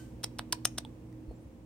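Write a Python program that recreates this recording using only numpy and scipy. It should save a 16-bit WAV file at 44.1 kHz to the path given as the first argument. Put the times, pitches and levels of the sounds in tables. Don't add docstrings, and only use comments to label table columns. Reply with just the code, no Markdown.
import sys
import numpy as np
from scipy import signal
from scipy.fft import rfft, irfft, next_fast_len
from scipy.io import wavfile
from scipy.ndimage import map_coordinates

SR = 44100
rng = np.random.default_rng(int(sys.argv[2]) if len(sys.argv) > 2 else 0)


def output_pcm(signal):
    pcm = np.clip(np.atleast_2d(signal).T, -1, 1) * 32767
    wavfile.write(sys.argv[1], SR, np.round(pcm).astype(np.int16))


N = 72765
SIDES = np.array([[.5], [-.5]])


def amp(db):
    return 10 ** (np.asarray(db) / 20)


def unit(x):
    return x / np.sqrt(np.mean(x ** 2) + 1e-20)


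def along(points, hz):
    freqs, values = np.transpose(points)
    return np.interp(np.log(hz + 1), np.log(freqs + 1), values)


def fade(t, t60):
    return np.exp(-np.log(1000) * t / t60)


def since(s):
    return np.maximum(np.arange(N) / SR - s, 0)


def wobble(rate):
    return map_coordinates(rng.standard_normal(size=512), [np.arange(N) * rate / SR], mode="mirror")


def filtered(x, response):
    size = next_fast_len(N + SR // 4)
    return irfft(rfft(x, size) * response(np.fft.rfftfreq(size, 1 / SR)), size)[..., :N]


def coloured(x, curve_db, size=2048):
    cepstrum = irfft(np.log(amp(curve_db(np.fft.rfftfreq(size, 1 / SR))) + 1e-6))
    cepstrum[..., 1:size // 2] *= 2
    cepstrum[..., size // 2 + 1:] = 0
    impulse = np.atleast_2d(irfft(np.exp(rfft(cepstrum))))
    return signal.fftconvolve(np.atleast_2d(x), unit(impulse) / np.sqrt(size), axes=1)


def add(track, s, x):
    start = round(s * SR)
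    track[:, start:start + x.shape[-1]] += x[:, :N - start]


# (time [s], energy [dB], spray t60 [s], tilt [dB/octave], ring re snap [dB], ring [Hz])
SNAPS = [(0.2323, -25.5, 0.0049, 2, 1, 8600), (0.2364, -16.5, 0.0092, -3, -9, 5570),
         (0.2405, -12, 0.0013, 0.5, 0.5, 9000), (0.242, -9, 0.0085, 0.5, -3, 8980),
         (0.2435, -9.5, 0.0066, -0.5, -1, 5410), (0.3864, -20.5, 0.0064, -2.5, -14.5, 3240),
         (0.3906, -15.5, 0.0036, -3.5, -9.5, 8860), (0.3936, -11, 0.0011, -5.5, -18.5, 11500),
         (0.5232, -23.5, .003, 0, -17, 4500), (0.525, -5.5, 0.0074, 2, -7, 4490),
         (0.5261, -10.5, 0.012, 1.5, -6, 5600), (0.5254, -8.5, .003, 2.5, -9.5, 7440),
         (0.5285, -4.5, 0.016, -1.5, -14, 9070), (0.6486, -23, 0.0034, 0, -16.5, 6250),
         (0.6502, -21.5, 0.0067, -1, -15, 6307), (.6523, -5, 0.0068, -0.5, -2, 6370),
         (0.6527, -5, 0.0045, 0, 1.5, 5496), (0.6539, 0, 0.0015, 3, 2, 9196),
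         (0.6568, -13, 0.0052, 0.5, -6.5, 9480), (0.7769, -29, 0.0055, -5.5, -9.5, 8570),
         (0.78, -14, 0.0046, -3, -17.5, 8270), (0.7833, -7, 0.0046, -2, -10.5, 5684),
         (.7860, -14, 0.012, 0, -1.5, 8980)]
# (frequency [Hz], gain [dB])
SNAP_SPECTRUM = [(240, -20.5), (400, -5), (720, -12), (1100, -10.5), (1570, -8.5), (2000, -14.5),
                 (2600, -10.5), (3000, -4.5), (3600, -3.5), (4300, -6), (5000, -5.5), (5550, 0.5),
                 (6300, -3), (7100, -13), (8500, -7), (9200, -4.5), (9700, -12), (10400, -26.5),
                 (11400, -16), (12400, -13), (13300, -24), (14000, -19), (15300, -20), (16500, -34.5)]
# (frequency [Hz], left minus right [dB])
SMACK_PAN = [(400, -4.5), (1200, -4), (1800, -11), (3000, -3), (4400, -7.5), (5500, -7), (6400, -0.5),
             (7700, 11), (9000, 13.5), (10500, 7.5), (12200, 1.5), (15000, -2.5)]
# (frequency [Hz], left lead [rad])
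SMACK_PHASE = [(200, 0), (1200, -.1), (3000, -0.2), (5000, .7), (6500, .7), (9000, 1), (12000, 0),
               (16000, 0)]
def smacks(spray_db=4.5, low_cut_hz=530, ring_rise_s=0.00023, ring_t60_s=0.012, size=2048):
    out, t = np.zeros((2, N)), np.arange(size) / SR
    ring_envelope = fade(t, ring_t60_s) * (1 - np.exp(-t / ring_rise_s))
    for s, db, spray_t60, tilt, ring_db, ring_hz in SNAPS:
        def colour_db(hz):
            tilt_db = tilt * np.log2(np.maximum(hz, low_cut_hz))
            cut_db = 10 * np.log10(1 + (low_cut_hz / (hz + 1)) ** 4)
            return along(SNAP_SPECTRUM, hz) + SIDES * along(SMACK_PAN, hz) + tilt_db - cut_db

        burst = amp(spray_db) * unit(rng.standard_normal(size) * fade(t, spray_t60)) / np.sqrt(size)
        burst[0] -= 1
        snap = unit(coloured(burst, colour_db)[:, :size])
        ring_pan = amp(SIDES * along(SMACK_PAN, ring_hz))
        ring = unit(np.sin(2 * np.pi * ring_hz * t) * ring_envelope * ring_pan)
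        add(out, s, amp(db) * (snap + amp(ring_db) * ring) / np.sqrt(size))
    return filtered(out, lambda hz: np.exp(1j * SIDES * along(SMACK_PHASE, hz)))


# (time [s], level [dB], frequency [Hz], t60 [s])
POPS = [(0.2436, -32.5, 802, .007), (0.3933, -24, 940, 0.0053), (0.5301, -27, 984, 0.027),
        (.6537, -22, 1270, .005), (0.7843, -37, 690, 0.0078)]
def pops(pan_db=-3.5):
    out = np.zeros(N)
    for s, db, hz, t60 in POPS:
        t = since(s)
        out -= amp(db) * np.sin(2 * np.pi * hz * t) * fade(t, t60)
    return out * amp(SIDES * pan_db)


# (time [s], level [dB], frequency [Hz], t60 [s], attack [s], crack re ring [dB])
KNOCKS = [(0.7524, -58.5, 6000, 0.0068, 0.00024, -9), (0.8497, -35.5, 3420, 0.01, 0.000066, -14.5),
          (0.8497, -47, 8480, 0.013, .0001, -8.5), (0.8496, -41.5, 884, 0.029, 0.00039, -30),
          (1.127, -55, 1951, 0.013, .001, 6), (1.2785, -28.5, 56, 0.15, 0.014, -48),
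          (1.3106, -35, 447, .025, 0.00071, -26), (1.3122, -42.5, 613, 0.025, 0.00092, -22.5)]
def knocks(pan_db=-2.5, crack_t60_s=0.0059, lowpass_hz=14200):
    out = np.zeros(N)
    for s, db, hz, t60, attack_s, crack_db in KNOCKS:
        t = since(s)
        ring = np.sin(2 * np.pi * hz * t) * fade(t, t60)
        crack = amp(crack_db) * rng.standard_normal(N) * fade(t, crack_t60_s)
        out += amp(db) * (ring + crack) * (1 - np.exp(-t / attack_s))
    return filtered(out, lambda hz: 1 / (1 + 1j * hz / lowpass_hz) ** 2) * amp(SIDES * pan_db)


# (centre time [s], half length [s], frequency [Hz], glide [Hz/s], level [dB])
TINY_SQUEAKS = [(1.309, 0.031, 4300, -3.5, -76), (1.315, 0.0041, 8900, 0, -72.5),
                (1.362, .012, 7310, -12000, -73), (1.419, 0.017, 9000, 5000, -77)]
def tiny_squeaks():
    out = np.zeros(N)
    for s, half_length_s, hz, glide, db in TINY_SQUEAKS:
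        t = np.arange(N) / SR - s
        phase = 2 * np.pi * (hz + glide * t / 2) * t + wobble(280)
        out += amp(db) * np.exp(-(t / half_length_s) ** 2) * np.sin(phase)
    return out


# (frequency [Hz], level [dB])
SQUEAL_PARTIALS = [(1545, -63.5), (3058, -69), (4620, -80)]
# (frequency [Hz], gain [dB])
SQUEAL_HISS = [(500, -34), (1200, 5.5), (3000, 0), (6000, 2.5), (9300, 4), (10500, -12), (14000, 0.5),
               (16000, -23)]
def squeal_echo(tone_t60_s=0.32, hiss_db=-60, hiss_t60_s=.5):
    t = since(0)
    tones = np.zeros((2, N))
    for hz, db in SQUEAL_PARTIALS:
        drift_rad = np.array([wobble(35), wobble(35)])
        tones += amp(db) * unit(np.sin(2 * np.pi * hz * t + drift_rad))
    hiss = unit(filtered(rng.standard_normal((2, N)), lambda hz: amp(along(SQUEAL_HISS, hz))))
    return tones * fade(t, tone_t60_s) + amp(hiss_db) * hiss * fade(t, hiss_t60_s)


# (frequency [Hz], t60 [s])
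ROOM_T60 = [(300, 0.62), (1200, 0.3), (3000, 0.33), (6000, 0.29), (9000, 0.29), (15000, 0.43)]
# (frequency [Hz], gain [dB])
ROOM_COLOUR = [(200, -2.5), (600, 2), (1000, 1), (1600, -6), (2400, 4), (3200, -6), (4600, -1.5),
               (5550, -5), (6300, -0.5), (8000, 1), (9200, -9), (10500, -4.5), (12400, -8), (14000, -2.5),
               (16000, -2)]
def room(x, tail_db=-19, early_db=-12, wall_db=-19.5, wall_lag_s=.017, predelay_s=.004):
    band_hz, frame_s, noise = signal.stft(rng.standard_normal((2, SR // 2)), SR, nperseg=256)
    tail = signal.istft(noise * fade(frame_s, along(ROOM_T60, band_hz)[:, None]), SR, nperseg=256)[1]
    t = np.arange(tail.shape[1]) / SR
    early = rng.standard_normal(tail.shape) ** 3 * fade(t, t60=0.088)
    wall = rng.standard_normal(tail.shape) ** 3 * fade(abs(t - wall_lag_s), t60=0.018)
    parts = [(tail_db, tail), (early_db, early), (wall_db, wall)]
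    impulse = sum(amp(db) * part / np.linalg.norm(part[0]) for db, part in parts)
    wet = signal.fftconvolve(x.mean(0)[None], impulse, axes=1)[:, :N]
    return filtered(wet, lambda hz: amp(along(ROOM_COLOUR, hz)) * np.exp(-2j * np.pi * hz * predelay_s))


# (frequency [Hz], level [dB])
HUM_LINES = [(59.3, -60), (119.5, -53), (178, -68.5), (240, -56.5), (298, -65), (318, -55), (359, -70.5),
             (474, -71), (526, -69.5)]
def hum(waver_db=2.25, drift_rad=.25):
    out, t = np.zeros(N), since(0)
    for hz, db in HUM_LINES:
        gain = amp(db + waver_db * wobble(5.8))
        phase = 2 * np.pi * (hz * t + rng.random()) + drift_rad * wobble(6)
        out += gain * unit(np.sin(phase))
    return out


# (frequency [Hz], gain [dB])
AIR_SPECTRUM = [(20, -38), (32, -30), (45, -3.5), (60, 1.5), (80, -2.5), (100, -0.5), (160, -5),
                (220, -4.5), (320, -5.5), (390, -14), (480, -11.5), (650, -20), (950, -21.5), (1300, -30.5),
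                (2500, -32.5), (4000, -40), (9000, -40.5), (11000, -47), (16000, -43.5)]
# (frequency [Hz], left-right coherence [0..1])
AIR_COHERENCE = [(60, 0.96), (180, 0.99), (550, 0.45), (1650, 0), (15000, 0)]
def air(level_db=-50.5):
    def mid_side_gains(hz):
        angle = np.arccos(np.clip(along(AIR_COHERENCE, hz), -1, 1)) / 2
        return amp(along(AIR_SPECTRUM, hz)) * [np.cos(angle), np.sin(angle)]

    mid, side = filtered(rng.standard_normal((2, N)), mid_side_gains)
    return amp(level_db) * unit(np.array([mid + side, mid - side]))


# (frequency [Hz], left minus right [dB])
APPLIANCE_PAN = [(60, 2), (120, -1.5), (300, -4), (950, -2.5), (3800, 0), (15000, 0)]
# (time [s], gain [dB])
APPLIANCE_GAIN = [(0, 0), (.6, 0), (1.2, -1.5), (1.45, -1.5), (1.65, -3)]
def appliance():
    drone = filtered(hum() + air(), lambda hz: amp(SIDES * along(APPLIANCE_PAN, hz)))
    return drone * amp(np.interp(since(0), *np.transpose(APPLIANCE_GAIN)))


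def scene():
    near = smacks() + pops() + knocks() + tiny_squeaks()
    background = appliance()
    return near + room(near) + squeal_echo() + background


def record(dry):
    return filtered(dry, lambda hz: hz < 16000)


dry = scene()
out = record(dry)
output_pcm(out)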